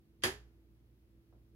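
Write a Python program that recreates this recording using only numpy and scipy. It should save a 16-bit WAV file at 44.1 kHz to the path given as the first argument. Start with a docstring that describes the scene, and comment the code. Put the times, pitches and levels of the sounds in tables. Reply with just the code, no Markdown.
"""A wall light switch is flipped once in a small, hard bathroom.
A faint mains hum, a low rumble and a thin hiss are there from the start. At 0.22 s the lever ticks
as it passes its spring, then snaps home: the plastic plate cracks, the metal parts ping, the hollow
wall thumps and the room rings briefly. A faint tail lingers, and a soft knock follows at 1.3 s."""
import sys
import numpy as np
from scipy import signal
from scipy.fft import rfft, irfft
from scipy.io import wavfile

SR = 44100
rng = np.random.default_rng(int(sys.argv[2]) if len(sys.argv) > 2 else 0)


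def transcribe(u):
    """Save the signal u as a 16-bit wav file named by the first command-line argument.

    u: samples, shape (n,) or (channels, n), limited to [-1, 1]; the rate is SR.
    q: integer samples, one column per channel.
    """
    v = np.clip(np.atleast_2d(u).T, -1, 1)
    q = np.round(v * 32767).astype(np.int16)
    wavfile.write(sys.argv[1], SR, q)


N = 68355
T = np.arange(N) / SR
HZ = np.fft.rfftfreq(2 * N, 1 / SR)
HIGHEST_HZ = 16000

# The lever's tick and snap. Each row: start in seconds, level in dB, dB added per octave
# down into the bass, dB added per octave up into the top treble.
CLICKS = [(0.2226, -26, -6, -10.5), (0.2360, 1, 1.5, 0.5)]
SNAP_S = CLICKS[-1][0]
# Which side the switch is louder on. Each row: frequency in Hz, left minus right in dB.
BALANCE = [(100, -2), (380, -1), (700, -5), (1100, -8), (1800, -7), (2500, -3), (4400, 2), (8000, 2.5),
           (15000, 3.5)]


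def switch(crack_db=-2.5, room_db=6.5, middle_hz=2000, top_hz=6500):
    """Each hit of the lever cracks, bounces off the nearby walls and sets the room ringing."""
    # The tone of the crack. Each row: frequency in Hz, level in dB.
    crack_tone = [(200, -14.5), (1400, -9), (3300, 2), (9000, 0)]
    # The first echoes. Each row: delay in seconds, level in dB, dB added per octave above middle_hz.
    echoes = [(.0027, 0.5, -9.5), (.0065, -2.5, -5), (0.012, -4, -5), (0.0183, -5, -6)]
    octaves = np.log2((HZ + 20) / middle_hz)
    below_middle, above_middle = np.maximum(-octaves, 0), np.maximum(octaves, 0)
    above_top = np.maximum(np.log2((HZ + 20) / top_hz), 0)
    sound = np.zeros((2, N))
    for start, db, bass_slope, treble_slope in CLICKS:
        hit_db = db + bass_slope * below_middle + treble_slope * above_top
        early = crack()
        for lag, echo_db, dulling in echoes:
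            early += delay(colour(crack(), echo_db + dulling * above_middle), lag)
        early = colour(early, hit_db + crack_db + curve(crack_tone) + plate_db(in_room=False))
        ring = colour(room(), hit_db + room_db + plate_db(in_room=True))
        sound += delay(early + ring, start)
    side_db = curve(BALANCE) / 2
    return np.array([colour(sound[0], side_db), colour(sound[1], -side_db)])


def crack(fade_s=0.012):
    """The parts rattle for an instant as they meet: a tiny burst of noise."""
    burst = even_noise(size=128) * fade(fade_s)
    return unit(burst) / np.sqrt(N)


def plate_db(in_room):
    """The switch and its plate favour some pitches: their boost in dB at every frequency."""
    # The broad tone of the snap. Each row: frequency in Hz, level in dB.
    snap_tone = [(40, -25.5), (90, -2), (180, -8), (330, -0.5), (520, -4.5), (1000, -4), (1700, -1.5),
                 (2600, -2), (4200, -6), (6000, -8.5), (7600, -8.5), (8100, -18.5), (9300, -11),
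                 (11200, -15.5), (11900, -18.5), (14000, -16), (16000, -27.5)]
    # The favoured pitches. Each row: pitch in Hz, width in Hz, dB boost in the crack, dB boost in the room.
    peaks = [(1647, 98, 7, 7), (1794, 84, 7, 7), (1984, 50, 7, 5), (3220, 280, 11.5, 5), (4677.5, 34, 6, 6),
             (4815, 87, 11.5, 8.5), (6830, 98, 6, 3), (9400, 350, 7, 8), (11053, 560, 5, 8)]
    db = curve(snap_tone)
    for hz, width, crack_boost, room_boost in peaks:
        boost = room_boost if in_room else crack_boost
        db += boost / (1 + (2 * (HZ - hz) / width) ** 2)
    return db


def pings():
    """The snap leaves the switch's metal spring and contacts ringing briefly."""
    # Each row: pitch in Hz, level in dB, seconds to fade by 60 dB, left minus right in dB.
    notes = [(1789, -37.5, 0.24, -9), (1977, -37.5, 0.15, -7), (2426, -47.5, .24, -2),
             (3162, -42.5, 0.16, -1), (3220, -44, .13, -1.5), (4817, -40.5, .18, 4)]
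    ring = np.zeros((2, N))
    for hz, db, fade_s, balance_db in notes:
        wave = np.sin(2 * np.pi * (hz * T + rng.random((2, 1))))
        ring += amp(db) * pan(balance_db) * fade(fade_s) * wave
    return delay(ring, SNAP_S)


def wall_thump(settle_s=0.032):
    """The snap shakes the hollow wall and the room's air: low notes swell, hold and die away."""
    # Each row: final pitch in Hz, level in dB, seconds to fade by 60 dB, rise time in seconds,
    # seconds before the fade begins, starting pitch as a multiple of the final one.
    notes = [(76, -50.5, 0.27, .008, 0.068, 1.8), (128.13, -47, 0.15, .003, .015, 1),
             (240.6, -46, 0.14, 0.0062, 0.024, 1), (322, -38.5, .11, .002, .007, 1),
             (390.1, -37, 0.065, 0.0046, 0.059, .85), (414.5, -54, 0.27, 0.074, 0.1, 1),
             (511, -46, .17, .006, 0.02, 1), (634, -46.5, .18, 0.011, 0.011, 1),
             (781.6, -47, 0.18, .008, 0.028, 1), (867, -47, .2, .008, .018, 1),
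             (949, -46, .15, .008, .018, 1)]
    ring = np.zeros((2, N))
    for hz, db, fade_s, rise_s, hold_s, start_ratio in notes:
        pitch = hz * (1 + (start_ratio - 1) * np.exp(-T / settle_s))
        wave = np.sin(2 * np.pi * np.cumsum(pitch) / SR)
        loudness = amp(db) * rise(rise_s) * fade(fade_s, hold_s)
        ring += loudness * pan(curve(BALANCE, hz)) * wave
    return delay(ring, SNAP_S)


def room(bands=12):
    """Countless echoes blur together; each band of pitches builds and dies at its own speed."""
    # How fast the echoes build up. Each row: frequency in Hz, rise time in seconds.
    rise_times = [(100, 0.017), (700, 0.003), (2000, 0.0021), (10000, 0.0029)]
    # How long the bathroom rings. Each row: frequency in Hz, seconds to fade by 60 dB.
    fade_times = [(70, .4), (200, 0.28), (500, .27), (1500, 0.24), (5000, .26), (9000, 0.21), (15000, 0.23)]
    spectra = stereo_spectra(even_noise(size=1024))
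    centres = np.geomspace(50, HIGHEST_HZ, bands)
    ring = np.zeros((2, N))
    for hz, this_band_only in zip(centres, np.eye(bands)):
        band_shape = curve(list(zip(centres, this_band_only)))
        band = irfft(spectra * band_shape)[:, :N]
        ring += rise(curve(rise_times, hz)) * fade(curve(fade_times, hz)) * band
    return unit(ring) / np.sqrt(N)


def late_tail(db=-17, fade_s=0.7):
    """The snap lingers faintly beyond the bathroom after the room's own ring has died."""
    # The tone of the tail. Each row: frequency in Hz, level in dB.
    tone = [(100, -6), (500, -3), (1700, 1), (3500, -8.5), (5500, -10), (9000, -22), (16000, -30)]
    noise = irfft(stereo_spectra(rng.standard_normal((2, N))))[:, :N]
    tail = unit(noise * fade(fade_s)) / np.sqrt(N)
    return delay(colour(tail, db + curve(tone)), SNAP_S)


def knock(start_s=1.327, db=-31):
    """A dull, faint tap and its answer from the room."""
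    # The tone of the knock. Each row: frequency in Hz, level in dB.
    tone = [(60, 5.5), (330, 7.5), (700, 6), (850, -0.5), (1350, -7), (2100, -25), (8000, -39)]
    tap = amp(-3.5) * (T == 0)  # one sharp pulse, a little weaker than its echoes
    return delay(colour(tap + room(), db + curve(tone)), start_s)


def mains_hum(waver_hz=2.9):
    """The mains hum: a few low notes that waver at random."""
    # Each row: pitch in Hz, base level in dB, amount of waver, share of the bass swell it follows.
    notes = [(57.9, -67, .1, 1), (117, -73, 0.55, 0.82), (214.6, -82, 1, .2), (331.4, -74, .22, .1)]
    hum = np.zeros(N)
    for hz, db, waver, follow in notes:
        wander = 1 + waver * (drift(waver_hz) + 1j * drift(waver_hz))  # moves both level and pitch
        wave = (wander * np.exp(2j * np.pi * (hz * T + rng.random()))).real
        hum += amp(db + follow * bass_swell_db()) * unit(wave)
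    return hum


def rumble(db=-68.5, follow=0.3):
    """Low noise that gently swells and sinks along with the hum."""
    # The tone of the rumble. Each row: frequency in Hz, relative level in dB.
    tone = [(20, -28), (38, -15.5), (56, -2), (85, -3.5), (125, -6), (170, -11.5), (230, -11.5), (280, -13),
            (340, -11), (430, -18), (600, -27), (1000, -46), (3000, -71)]
    return amp(db + follow * bass_swell_db()) * steady_noise(tone)


def bass_swell_db(ceiling_db=-59, base_db=-65):
    """The slow rise and fall that the hum and rumble share."""
    # Each row: time in seconds, bass level in dB before the ceiling limits it.
    levels = [(0.0, -63.5), (0.046, -70), (0.206, -60.5), (0.266, -35), (0.37, -52), (0.5, -62.5),
              (0.574, -61), (0.694, -62), (0.724, -61), (0.996, -71.5), (1.082, -68), (1.186, -62),
              (1.23, -72.5), (1.368, -60.5), (1.48, -65.5), (1.55, -60)]
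    return np.minimum(np.interp(T, *np.transpose(levels)), ceiling_db) - base_db


def hiss(db=-80.5):
    """A thin, steady hiss behind everything."""
    # The tone of the hiss. Each row: frequency in Hz, relative level in dB.
    tone = [(20, -0.5), (600, -1.5), (1000, -4), (2500, -6.5), (5000, -11.5), (8000, -18.5), (11500, -11.5),
            (15500, -12.5)]
    return amp(db) * steady_noise(tone)


def steady_noise(tone):
    """Stereo noise of strength 1 with the given tone."""
    spectra = stereo_spectra(rng.standard_normal((2, N)))
    return unit(irfft(spectra * amp(curve(tone)))[:, :N])


def stereo_spectra(noise):
    """Blends two unrelated noises into left and right spectra that share most of their bass."""
    # How alike the sides are. Each row: frequency in Hz, likeness (1 same, 0 unrelated, -1 opposite).
    likeness = [(50, .8), (380, .85), (700, .35), (1300, 0), (2200, -.3), (4500, -.3), (8000, 0),
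                (16000, 0)]
    same = curve(likeness)
    mid, side = rfft(noise, 2 * N) * np.sqrt([(1 + same) / 2, (1 - same) / 2])
    return np.array([mid + side, mid - side])


def even_noise(size):
    """Stereo noise with all frequencies about equally strong in every stretch of `size` samples."""
    noise = rng.standard_normal((2, N))
    for _ in range(4):
        spectra = signal.stft(noise, nperseg=size)[2]
        noise = signal.istft(spectra / (abs(spectra) + 1e-12), nperseg=size)[1][:, :N]
    return unit(noise)


def drift(hz):
    """Slow random wandering, up to about `hz` wiggles a second."""
    spectrum = rfft(rng.standard_normal(2 * N))
    return unit(irfft(spectrum / (1 + (HZ / hz) ** 4))[:N])


def colour(x, db):
    """Turns each frequency up or down by `db`; the phase keeps any ringing after the hit."""
    log_gain = np.log(amp(db))
    mirrored = np.r_[log_gain, log_gain[-2:0:-1]]
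    phase = -signal.hilbert(mirrored).imag[:len(HZ)]
    return irfft(rfft(x, 2 * N) * np.exp(log_gain + 1j * phase))[..., :N]


def curve(points, hz=HZ):
    """Joins a table's points with lines, giving each octave about equal space."""
    frequencies, values = np.transpose(points)
    return np.interp(np.log(hz + 1), np.log(frequencies + 1), values)


def rise(seconds):
    """Climbs from 0 towards 1, about two thirds of the way in the given time."""
    return 1 - np.exp(-T / seconds)


def fade(seconds, hold_s=0):
    """Holds at 1, then falls by 60 dB in the given time."""
    return amp(-60 * np.maximum(T - hold_s, 0) / seconds)


def pan(db):
    """Left and right gains, with the left `db` above the right."""
    return amp([[db / 2], [-db / 2]])


def delay(x, seconds):
    """Starts a stereo sound later."""
    return np.pad(x, ((0, 0), (round(seconds * SR), 0)))[:, :N]


def amp(db):
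    """Turns decibels into a number to multiply by."""
    return 10 ** (np.asarray(db) / 20)


def unit(x):
    """Scales a sound to an average strength (rms) of 1."""
    return x / np.sqrt(np.mean(x ** 2) + 1e-20)


def scene():
    """The flip of the switch and the later knock, over the quiet background."""
    events = switch() + pings() + wall_thump() + late_tail() + knock()
    bass = pan(-2) * (rumble() + mains_hum())  # slightly to the right
    return events + bass + hiss()


def record(dry):
    """Cuts away the treble above HIGHEST_HZ."""
    low_pass = signal.firwin(511, HIGHEST_HZ, window=("kaiser", 9), fs=SR)
    return signal.oaconvolve(dry, low_pass[None], "same")


dry = scene()
out = record(dry)
transcribe(out)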